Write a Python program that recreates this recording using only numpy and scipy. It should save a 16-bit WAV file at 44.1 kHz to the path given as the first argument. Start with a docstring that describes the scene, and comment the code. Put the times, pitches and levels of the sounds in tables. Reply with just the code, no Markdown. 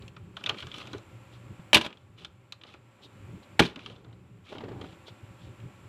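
"""Water bottle flipped on a porch

A part-filled plastic bottle is flipped on a house porch, close to the microphone, and lands twice.
Its thin shell cracks as filtered noise bursts; the water slams down after it as decaying low modes.
Fingers crinkle the plastic in short snaps; water sloshes as noise grains and ringing air pockets.
A low outdoor rumble, a faint hum and a soft hiss, all continuous, lie underneath.
"""
import sys
import numpy as np
from scipy import signal
from scipy.fft import rfft, irfft, next_fast_len
from scipy.io import wavfile

SR = 44100
rng = np.random.default_rng(int(sys.argv[2]) if len(sys.argv) > 2 else 0)


def file_out(sig):
    """Save sig as 16-bit WAV at sys.argv[1]."""
    # one column per channel
    cols = np.atleast_2d(sig).T
    # limit, then scale
    lim = np.clip(cols, -1, 1)
    pcm = np.round(lim * 32767).astype(np.int16)
    wavfile.write(sys.argv[1], SR, pcm)


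N = 259308  # length in samples

# Spectrum of the soft hiss. Each row: frequency in Hz, relative density in dB.
AIR_SPECTRUM = [(120, -33), (200, -4), (335, -2.5), (400, -10.5), (445, -19), (532, -1.5), (635, -13.5),
                (786, -8), (1950, -14.5), (2450, -12), (4910, -28.5), (6520, -32), (7380, -26), (8660, -33),
                (14000, -36)]
# Spectrum of the outdoor rumble. Each row: frequency in Hz, relative density in dB.
RUMBLE_SPECTRUM = [(20, -36.5), (45, -16), (80, -5.5), (97, 0.5), (120, 3.5), (145, -10.5), (175, -4.5),
                   (250, -16.5), (400, -13.5), (800, -67)]
# A distant machine. Each row: frequency in Hz, level in dB against the hiss.
HUM_TONES = [(118.4, -12), (333, -21), (528, -22), (592, -19.5), (1001, -24), (1120, -20.5), (1357, -20)]
# Dips of the hiss. Each row: start in seconds, depth in dB, seconds from the start until it creeps back.
HISS_DIP_EVENTS = [(0.064, 4.5, 0.26), (1.78, 8, 0.99), (3.622, 7.5, 0.78)]
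# Soft low bumps as the thrower moves. Each row: middle in seconds, level in dB, half length in seconds.
BODY_BUMPS = [(.02, -50.5, 0.045), (.25, -51, 0.074), (.516, -47, 0.027), (.66, -47, .02),
              (.78, -56, 0.069), (.948, -45.5, 0.022), (1.15, -51, 0.018), (1.518, -42.5, 0.011),
              (2.2, -57, .12), (3.066, -55.5, 0.011), (3.34, -47, 0.03), (4.2, -55, 0.22),
              (4.74, -46, 0.088), (5.12, -49.5, 0.013), (5.24, -47, 0.0083), (5.31, -47, 0.0084),
              (5.47, -48.5, 0.039), (5.665, -44, 0.019)]
# Reverberation of the porch. Each row: frequency in Hz, 60 dB decay time in seconds.
PORCH_DECAY = [(100, 0.37), (1000, 0.36), (4000, 0.19), (12000, 0.11)]
# Spectrum of moving water. Each row: frequency in Hz, relative density in dB.
WATER_SPECTRUM = [(71, -35.5), (120, -4.5), (195, 1.5), (409, 1.5), (646, -8.5), (791, -4.5), (929, -9),
                  (3000, -31.5), (3900, -55), (6600, -120)]
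# Water churning in the bottle. Each row: start in seconds, length in seconds, relative level in dB.
SLOSH_STROKES = [(.45, .08, -50), (.76, .18, -55), (1.78, 0.018, -42), (2.21, 0.028, -62.5),
                 (2.63, 0.11, -64), (3.04, 0.0077, -59), (3.77, 0.16, -54.5), (4.07, .03, -58),
                 (4.53, 0.3, -48.5)]
# Lumps of water slap the wall and gulp a pocket of air.
# Each row: start in seconds, pocket level in dB, starting pitch in Hz, slap level in dB.
GULP_EVENTS = [(0.503, -33, 407, -30.5), (.933, -33, 280, -33), (0.948, -25, 384.4, -41),
               (1.594, -33.5, 166, -51), (2.648, -54.5, 326, -46.5), (2.743, -42, 320, -47),
               (3.773, -33, 262, -43), (4.524, -34.5, 392, -36), (4.605, -36, 228, -36.5),
               (4.636, -26.5, 414, -39.5), (4.683, -40, 1520, -36), (4.716, -28.5, 373, -42.5),
               (4.813, -35, 400, -38), (4.84, -29, 260, -39.5), (5.08, -39, 403, -42)]
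# Water sweeps along the wall as the bottle turns over.
# Each row: middle in seconds, level in dB, half length in seconds.
SPRAY_SWISHES = [(1.346, -60.5, 0.018), (3.045, -54, 0.015), (3.437, -58.5, 0.007), (5.082, -49, 0.011),
                 (5.44, -63, 0.03)]
# Plastic and cloth rubbing, spray on the wall of the bottle.
# Each row: start in seconds, length in seconds, relative level in dB.
RUB_STROKES = [(.37, .6, -58.5), (.585, 0.02, -49), (.745, 0.068, -51), (1.79, 0.051, -46),
               (1.93, 0.082, -73), (2.185, .045, -55), (2.67, 0.059, -58), (3.62, 0.038, -38.5),
               (3.8, 0.12, -56.5), (3.96, 0.18, -75.5), (4.455, 0.033, -59.5), (4.5, 0.051, -54.5),
               (4.6, 0.25, -68.5), (4.84, 0.086, -61.5)]
# Broad spectrum of the cracking shell. Each row: frequency in Hz, relative density in dB.
CRACK_SPECTRUM = [(60, -68.5), (200, -36.5), (900, -10.5), (1700, -4.5), (2500, -3.5), (3300, -2),
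                  (4200, -6), (5500, -11.5), (8000, -20), (11500, -27), (13800, -34), (14400, -51),
                  (17000, -63.5)]
# Ringing of the thin wall. Each row: frequency in Hz, width in Hz, relative level in dB.
SHELL_MODES = [(2345, 54, -1.5), (2544, 41, -6), (2680, 45, -13), (2780, 40, -4), (3000, 65, -4.5),
               (3210, 20, 1), (3435, 75, -4.5), (3700, 360, -12), (3980, 35, -7), (4100, 13, -1)]
# Broad spectrum of the hollow knock. Each row: frequency in Hz, relative density in dB.
KNOCK_SPECTRUM = [(60, -52), (200, -16), (320, -14), (400, -4.5), (470, -4), (560, -2), (1000, -5.5),
                  (1200, -4), (1500, -12.5), (2200, -9.5), (4000, -19), (10000, -49.5)]
# Ringing of the stiff base and the air space. Each row: frequency in Hz, width in Hz, relative level in dB.
BASE_MODES = [(597, 17, 2), (681.3, 17, -5.5), (828.5, 28, -4), (996, 24, -3.5), (1236, 14, -4),
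              (1465, 60, -1), (1660, 25, -0.5)]
# Spectrum of the instant of a snap. Each row: frequency in Hz, relative density in dB.
TICK_SPECTRUM = [(2500, -26.5), (4600, -3), (6000, 5.5), (9000, -8.5), (13500, -19.5), (15000, -32),
                 (17000, -38)]
# The shell buckles under fingers or rocks on its base. Each row: start in seconds, relative level in dB,
# panel pitch in Hz, then hollow knock and bright tick, both in relative dB on top of that level.
CRINKLE_EVENTS = [(0.0218, -43, 4250, -24, -24), (0.0794, -38.5, 2880, -25, -11),
                  (0.165, -40.5, 2450, 1.5, -39), (0.3681, -28, 3420, -4, -19.5),
                  (0.409, -46, 3120, 6, -22), (0.4385, -25, 2830, -18, -15.5),
                  (0.4612, -16.5, 3380, -26, -30), (0.4716, -26, 2500, -4, -33),
                  (0.4914, -23, 2700, -4, -10), (0.4944, -13.5, 3350, -12, -23.5),
                  (0.5447, -37.5, 2540, -2, -24), (0.5862, -33, 2900, -10, -24),
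                  (0.603, -30, 3100, -19, -20), (0.625, -29.5, 3100, -5, -35),
                  (0.6685, -38, 3320, -1, -7.5), (0.7153, -30.5, 3300, -28, -31),
                  (0.7409, -29.5, 3030, -6, -21), (0.7818, -36.5, 3180, -2, -5),
                  (0.871, -36, 2750, -6, -12.5), (0.9313, -34, 3740, -21, -10),
                  (0.9812, -44.5, 3850, -2, -5), (1.903, -42, 2630, -2.5, -27),
                  (1.927, -38, 2450, -19, -31), (1.9715, -46.5, 3370, -22, -24.5),
                  (2.2473, -28, 3470, -14.5, -18), (2.5225, -28, 3980, -14.5, -14),
                  (2.613, -41.5, 3240, -11, -39), (2.6354, -36, 3460, -10.5, -21),
                  (2.739, -41.5, 2453, -3.5, -18), (3.7589, -31.5, 2890, -8, -17.5),
                  (3.7908, -37, 2460, -8, -27), (3.8605, -28.5, 3100, -9.5, -25),
                  (3.8987, -40.5, 3160, -5, -23), (3.9607, -47, 3620, -5.5, -25),
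                  (4.0454, -51, 3690, 0.5, -25), (4.1272, -52, 3900, -4.5, -28),
                  (4.5823, -34.5, 2715, -25, -29), (4.8125, -35, 3370, -19, -17),
                  (5.601, -48.5, 2360, -4.5, -14)]
# The loaded bottle and the floor under it.
# Each row: frequency in Hz, relative level in dB, 60 dB decay time in seconds.
THUD_MODES = [(78, -11.5, 0.13), (130, -12.5, .13), (175.5, -3.5, 0.15), (225, -5.5, 0.16), (256, 3, 0.044),
              (324, -3.5, 0.11), (385, -2.5, .1)]
# Bottle meets floor. Each row: start in seconds, then shell crack, hollow knock and water thud in
# relative dB, pitch of the buckling panel in Hz, loss per buckling step in dB.
LANDING_BLOWS = [(1.7311, -11.5, -15.5, -28, 2900, 7.5), (1.741, -37, -27, -21, 712.4, 8),
                 (1.7446, -8, -17, -25, 2800, 2), (1.76, -20.5, -19, -14.5, 893, 11.5),
                 (1.769, -17.5, -22.5, -22.5, 2980, 3.5), (1.812, -28, -31, -47, 3000, 6),
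                 (1.847, -34.5, -37, -40.5, 960, 2), (1.8631, -32.5, -33.5, -32, 3060, 15),
                 (3.593, -19.5, -17, -26, 695, 11), (3.5947, -11.5, -14, -21, 1550, 5),
                 (3.6038, -29, -20.5, -7, 3350, 12), (3.6192, -31, -28, -19.5, 2400, 1),
                 (3.633, -33, -36.5, -23, 3320, 8.5), (3.652, -34, -39, -25.5, 3900, 4)]

HISS_DB, SINK_S, RETURN_DB_PER_S = -53, 0.05, 17.5
# The rumble wavers by this rms in dB, up to about WAVER_HZ, and takes this share of the hiss dips.
RUMBLE_DB, RUMBLE_WAVER_DB, WAVER_HZ, RUMBLE_DIP_SHARE = -56, 3.5, 6, 0.86
SLOSH_RISE_S, SLOSH_T60_S = 0.069, 0.38
# Small gulps come at random while the water churns.
SMALL_PER_S, SMALL_OVER_CHURN_DB, SMALL_HZ, SMALL_SLAP_DB = 20, 9.5, 306, -9
RUB_RISE_S, RUB_T60_S = 0.025, 0.189
# Faint snaps come at random while the plastic is rubbed.
FAINT_PER_S, FAINT_OVER_RUB_DB, FAINT_SPREAD_DB = 30, 7.5, 3.5
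FAINT_HZ, FAINT_KNOCK_DB, FAINT_TICK_DB = 3200, -1, -23.5
SNAP_T60_S = 0.028
# The base gives way in three quick steps; each dies away this fast.
BUCKLE_AFTER_S, CRACK_T60_S = [0, 0.0035, 0.0088], 0.035
TOP_HZ = 16900  # band limit of the recorder


def amp(db):
    """Level to amplitude: 20 dB is a factor of ten."""
    return 10 ** (np.asarray(db) / 20)


def unit(x):
    """Normalization: equal mean power, rms 1."""
    return x / np.sqrt(np.mean(x ** 2) + 1e-20)


def along(points, hz):
    """Interpolation of (Hz, value) points on a logarithmic frequency axis."""
    f, v = np.transpose(points)
    return np.interp(np.log(hz + 1), np.log(f + 1), v)


def filtered(x, response):
    """Linear filtering: the spectrum is multiplied by a response of frequency."""
    m = next_fast_len(len(x) + 4096)  # padding leaves room for the filter's tail
    return irfft(rfft(x, m) * response(np.fft.rfftfreq(m, 1 / SR)), m)[:len(x)]


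def noise(response, size):
    """Coloured noise: white noise shaped by a response, rms 1."""
    return unit(filtered(rng.standard_normal(size), response))


def resonance(hz, centre, width):
    """Damped oscillator: one causal resonance with a peak of 1."""
    return 1j * hz * width / (centre ** 2 - hz ** 2 + 1j * hz * width)


def peaks(modes, hz):
    """Modal superposition: the summed power humps of (Hz, width Hz, dB) resonances."""
    return sum(amp(db) * abs(resonance(hz, centre, width)) ** 2 for centre, width, db in modes)


def highpass(x, edge_hz):
    """Radiation efficiency: a small body radiates little deep bass."""
    return signal.sosfilt(signal.butter(2, edge_hz, "high", fs=SR, output="sos"), x)


def add(track, s, x):
    """Superposition: mix x into the track from time s."""
    start = max(round(s * SR), 0)
    track[start:start + len(x)] += x[:max(N - start, 0)]


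def decay(t, t60, attack):
    """Exponential damping after a quick rise."""
    return amp(-60 * t / t60) * (1 - np.exp(-t / attack))


def burst(response, t, t60, attack):
    """Dense modal excitation: dying noise whose energy follows its envelope, not its colour."""
    shape = decay(t, t60, attack)
    return unit(noise(response, len(t)) * shape) * np.sqrt(np.mean(shape ** 2))


def grains(rate, spread_db):
    """Shot noise: tiny impulses at random moments, of widely varying size."""
    present = rng.random(N) < rate / SR
    return present * rng.standard_normal(N) * amp(spread_db * rng.standard_normal(N))


def crackle(rate, hz, scatter, cycles, spread_db):
    """Shot excitation: tiny damped rings at random moments, each with its own pitch and size; rms 1."""
    count = round(rate * N / SR)
    when, pitch, size = rng.standard_normal((count, 3)).T
    start = np.mod(when * N, N).astype(int)
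    offset = np.arange(SR // 150)
    turns = hz * np.exp(scatter * pitch)[:, None] * offset / SR
    envelope = np.exp(-turns / cycles) * (1 - np.exp(-2 * turns))
    rings = amp(spread_db * size)[:, None] * np.sin(2 * np.pi * turns) * envelope
    return unit(np.bincount((start[:, None] + offset).ravel(), rings.ravel(), N)[:N])


def strokes(rows, rise_s, t60):
    """Gesture envelope: gain that rises just before each start, holds for the length and dies away."""
    t = np.arange(N) / SR
    gain = np.zeros(N)
    for s, length, db in rows:
        rise = np.clip(1 + (t - s) / rise_s, 0, 1) ** 2
        gain += rise * amp(db - 60 * np.maximum(t - s - length, 0) / t60)
    return gain


def swells(rows):
    """Gaussian envelope: gain of bell-shaped swells, the half length being one standard deviation."""
    t = np.arange(N) / SR
    return sum(amp(db) * np.exp(-((t - s) / half) ** 2 / 2) for s, db, half in rows)


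def scattered(gain, per_s, hz, spread_db, scatter):
    """Random point process: (s, dB, Hz) events about as strong as the movement which causes them."""
    count = round(per_s * N / SR)
    when = rng.random(count)
    size, pitch = rng.standard_normal((count, 2)).T
    db = 20 * np.log10(gain[(when * N).astype(int)] + 1e-9)
    heard = db > -68
    events = np.transpose([when * N / SR, db + spread_db * size, hz * np.exp(scatter * pitch)])
    return events[heard]


def hiss_dips():
    """Level modulation: dB per sample of a quick sinking, a hold and a steady return."""
    t = np.arange(N) / SR
    total_db = np.zeros(N)
    for s, depth_db, hold in HISS_DIP_EVENTS:
        sinking = np.clip((t - s) / SINK_S, 0, 1)
        total_db -= sinking * np.clip(depth_db - RETURN_DB_PER_S * (t - s - hold), 0, depth_db)
    return total_db


def hum():
    """Phase wander: faint, slightly unsteady tones of a machine somewhere outdoors."""
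    t = np.arange(N) / SR
    tones = np.zeros(N)
    for hz, db in HUM_TONES:
        drift = noise(lambda f: 1 / (1 + (f / 3) ** 4), N)
        tones += amp(db) * np.sqrt(2) * np.sin(2 * np.pi * hz * t + 1.2 * drift)
    return tones


def background():
    """Stationary noise, slowly modulated: uneven rumble with bumps, hum, and hiss with a high bright band."""
    dip_db = hiss_dips()
    waver_db = RUMBLE_WAVER_DB * noise(lambda hz: 1 / (1 + (hz / WAVER_HZ) ** 4), N)
    rumble_gain = amp(RUMBLE_DB + waver_db + RUMBLE_DIP_SHARE * dip_db) + swells(BODY_BUMPS)
    rumble = rumble_gain * noise(lambda hz: amp(along(RUMBLE_SPECTRUM, hz)), N)
    air = noise(lambda hz: amp(along(AIR_SPECTRUM, hz)) * (hz < 14000), N)
    sheen = noise(lambda hz: resonance(hz, 7400, width=800) ** 2, N)
    return rumble + amp(HISS_DB + dip_db) * (amp(-5) * air + amp(-24) * sheen + hum())


def porch(x):
    """Diffuse reverberation: siding and ceiling answer with a short tail, faster dying in the treble."""
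    hz, t, z = signal.stft(rng.standard_normal(SR // 2), SR, nperseg=256)
    fading = z * amp(-60 * t / along(PORCH_DECAY, hz)[:, None])
    tail = signal.istft(fading, SR, nperseg=256)[1]
    delayed = np.pad(x, (round(0.008 * SR), 0))
    return signal.fftconvolve(delayed, tail / np.linalg.norm(tail))[:N]


def plastic(hz, ring_db=9):
    """Modal colour of the shell: a broad crack with the wall's resonances on it."""
    return amp(along(CRACK_SPECTRUM, hz)) * (1 + amp(ring_db) * peaks(SHELL_MODES, hz))


def hollow(hz, ring_db=8):
    """Cavity and plate resonance: the colour of the bottle's stiff base and its air space."""
    return amp(along(KNOCK_SPECTRUM, hz)) * (1 + amp(ring_db) * peaks(BASE_MODES, hz))


def panel(hz, centre_hz, width_hz, lift):
    """Local resonance: the part of the wall that gives way lifts the band around its own pitch."""
    return 1 + lift * abs(resonance(hz, centre_hz, width_hz)) ** 2


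def sharpness(hz, crack_db, onset_db=-10):
    """Nonlinear brightening: the harder the shell is crushed, the more it crackles at the very top."""
    return 1 + amp(2 * (crack_db - onset_db)) * abs(resonance(hz, 11000, width=3300)) ** 2


def water():
    """Bubble resonance: churning lumps slap the wall and trap air that rings briefly, rising in pitch."""
    churn = unit(filtered(grains(rate=2000, spread_db=2), lambda hz: amp(along(WATER_SPECTRUM, hz))))
    motion = strokes(SLOSH_STROKES, SLOSH_RISE_S, SLOSH_T60_S)
    out = amp(1) * churn * motion
    t = np.arange(SR // 8) / SR
    small = scattered(amp(SMALL_OVER_CHURN_DB) * motion, SMALL_PER_S, SMALL_HZ, spread_db=3.5, scatter=0.35)
    small_gulps = [(s, db, hz, db + SMALL_SLAP_DB) for s, db, hz in small]
    for s, db, hz, slap_db in list(GULP_EVENTS) + small_gulps:
        life = 0.015 + 7 / hz  # low pockets ring longer
        phase = 2 * np.pi * hz * (t + 0.11 * t ** 2 / life)
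        pocket = amp(db) * decay(t, life, attack=0.00075) * np.sin(phase)
        slap = amp(slap_db) * burst(hollow, t, t60=0.055, attack=0.0029)
        add(out, s, pocket + slap)
    return out


def swishes():
    """Dense droplet impacts: fine spray hisses along the wall of the spinning bottle."""
    spray = filtered(grains(rate=9200, spread_db=0.5), lambda hz: resonance(hz, 3480, width=1400) ** 2)
    return swells(SPRAY_SWISHES) * unit(spray)


def rustle():
    """Stick-slip friction: little slips and droplets ping patches of the shell, over a finer rubbing."""
    pings = crackle(rate=900, hz=3190, scatter=0.21, cycles=5.3, spread_db=7)
    rubbing = unit(filtered(grains(rate=6700, spread_db=2), plastic))
    return (amp(-6) * pings + amp(-2.5) * rubbing) * strokes(RUB_STROKES, RUB_RISE_S, RUB_T60_S)


def crinkles():
    """Snap-through buckling: each snap ticks, rings one panel and, for longer, the whole bottle."""
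    out, t = np.zeros(N), np.arange(SR // 12) / SR
    rub = strokes(RUB_STROKES, RUB_RISE_S, RUB_T60_S)
    faint = scattered(rub, FAINT_PER_S, FAINT_HZ, FAINT_SPREAD_DB, scatter=0.28)
    faint_snaps = [(s, db + FAINT_OVER_RUB_DB, hz, FAINT_KNOCK_DB, FAINT_TICK_DB) for s, db, hz in faint]

    def body_colour(hz):
        return hollow(hz) * panel(hz, centre_hz=1300, width_hz=410, lift=6.3)

    for s, db, panel_hz, knock_db, tick_db in list(CRINKLE_EVENTS) + faint_snaps:
        def wall_colour(hz):
            rolloff = np.sqrt(1 + (hz / 5500) ** 6)
            return plastic(hz, ring_db=1) * panel(hz, panel_hz, width_hz=640, lift=2.7) / rolloff

        snap = burst(wall_colour, t, SNAP_T60_S, attack=0.00075)
        tick = burst(lambda hz: amp(along(TICK_SPECTRUM, hz)), t, SNAP_T60_S * 0.79, attack=0.00056)
        body = burst(body_colour, t, SNAP_T60_S * 2.8, attack=0.0012)
        add(out, s, amp(db - 3) * (snap + amp(tick_db) * tick + amp(knock_db - 3.5) * body))
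    return out


def water_thud(t):
    """Modal impact response: low modes ring, the shifting water changing each one from blow to blow."""
    thud = np.zeros(len(t))
    for hz, db, life in THUD_MODES:
        gain = amp(db + rng.normal(0, 1))
        tone = np.sin(2 * np.pi * hz * t + rng.normal(0, 0.46))
        thud += gain * decay(t, life, attack=0.00038) * tone
    return thud


def landings():
    """Impact and buckling: the base gives way in quick steps; the water's weight rings the low modes."""
    shell, low, t = np.zeros(N), np.zeros(N), np.arange(SR // 6) / SR
    for s, crack_db, knock_db, thud_db, panel_hz, loss_db in LANDING_BLOWS:
        for step, after_s in enumerate(BUCKLE_AFTER_S):
            def crack_colour(hz):
                return plastic(hz) * sharpness(hz, crack_db - loss_db * step)

            crack = amp(crack_db) * burst(crack_colour, t, CRACK_T60_S, attack=0.00016)
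            knock = amp(knock_db) * burst(hollow, t, CRACK_T60_S, attack=0.0004)
            buckle = filtered(crack + knock, lambda hz: 1 + resonance(hz, panel_hz, width=330))
            add(shell, s + after_s, amp(-loss_db * step) * buckle)
        add(low, s, amp(thud_db - 7.5) * water_thud(t))

    def ringing(hz):
        return sum(amp(db) * resonance(hz, centre, width) for centre, width, db in SHELL_MODES + BASE_MODES)

    # wall and base keep ringing at their own pitches after each crack
    ring = filtered(shell, ringing)
    return amp(-0.5) * shell + amp(-13.5) * ring + highpass(low, edge_hz=82)


def scene():
    """Superposition of the outdoor background, the bottle and its echo."""
    bottle = landings() + crinkles() + rustle() + swishes() + water()
    return (bottle + amp(-19.5) * porch(bottle) + background())[None]


def record(dry):
    """Saturation and band limiting: the recorder rounds off the highest peaks and cuts the top."""
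    rounded = dry[0] / (1 + np.abs(dry[0] / 0.8) ** 6) ** (1 / 6)
    return filtered(rounded, lambda hz: hz < TOP_HZ)[None]


dry = scene()
out = record(dry)
file_out(out)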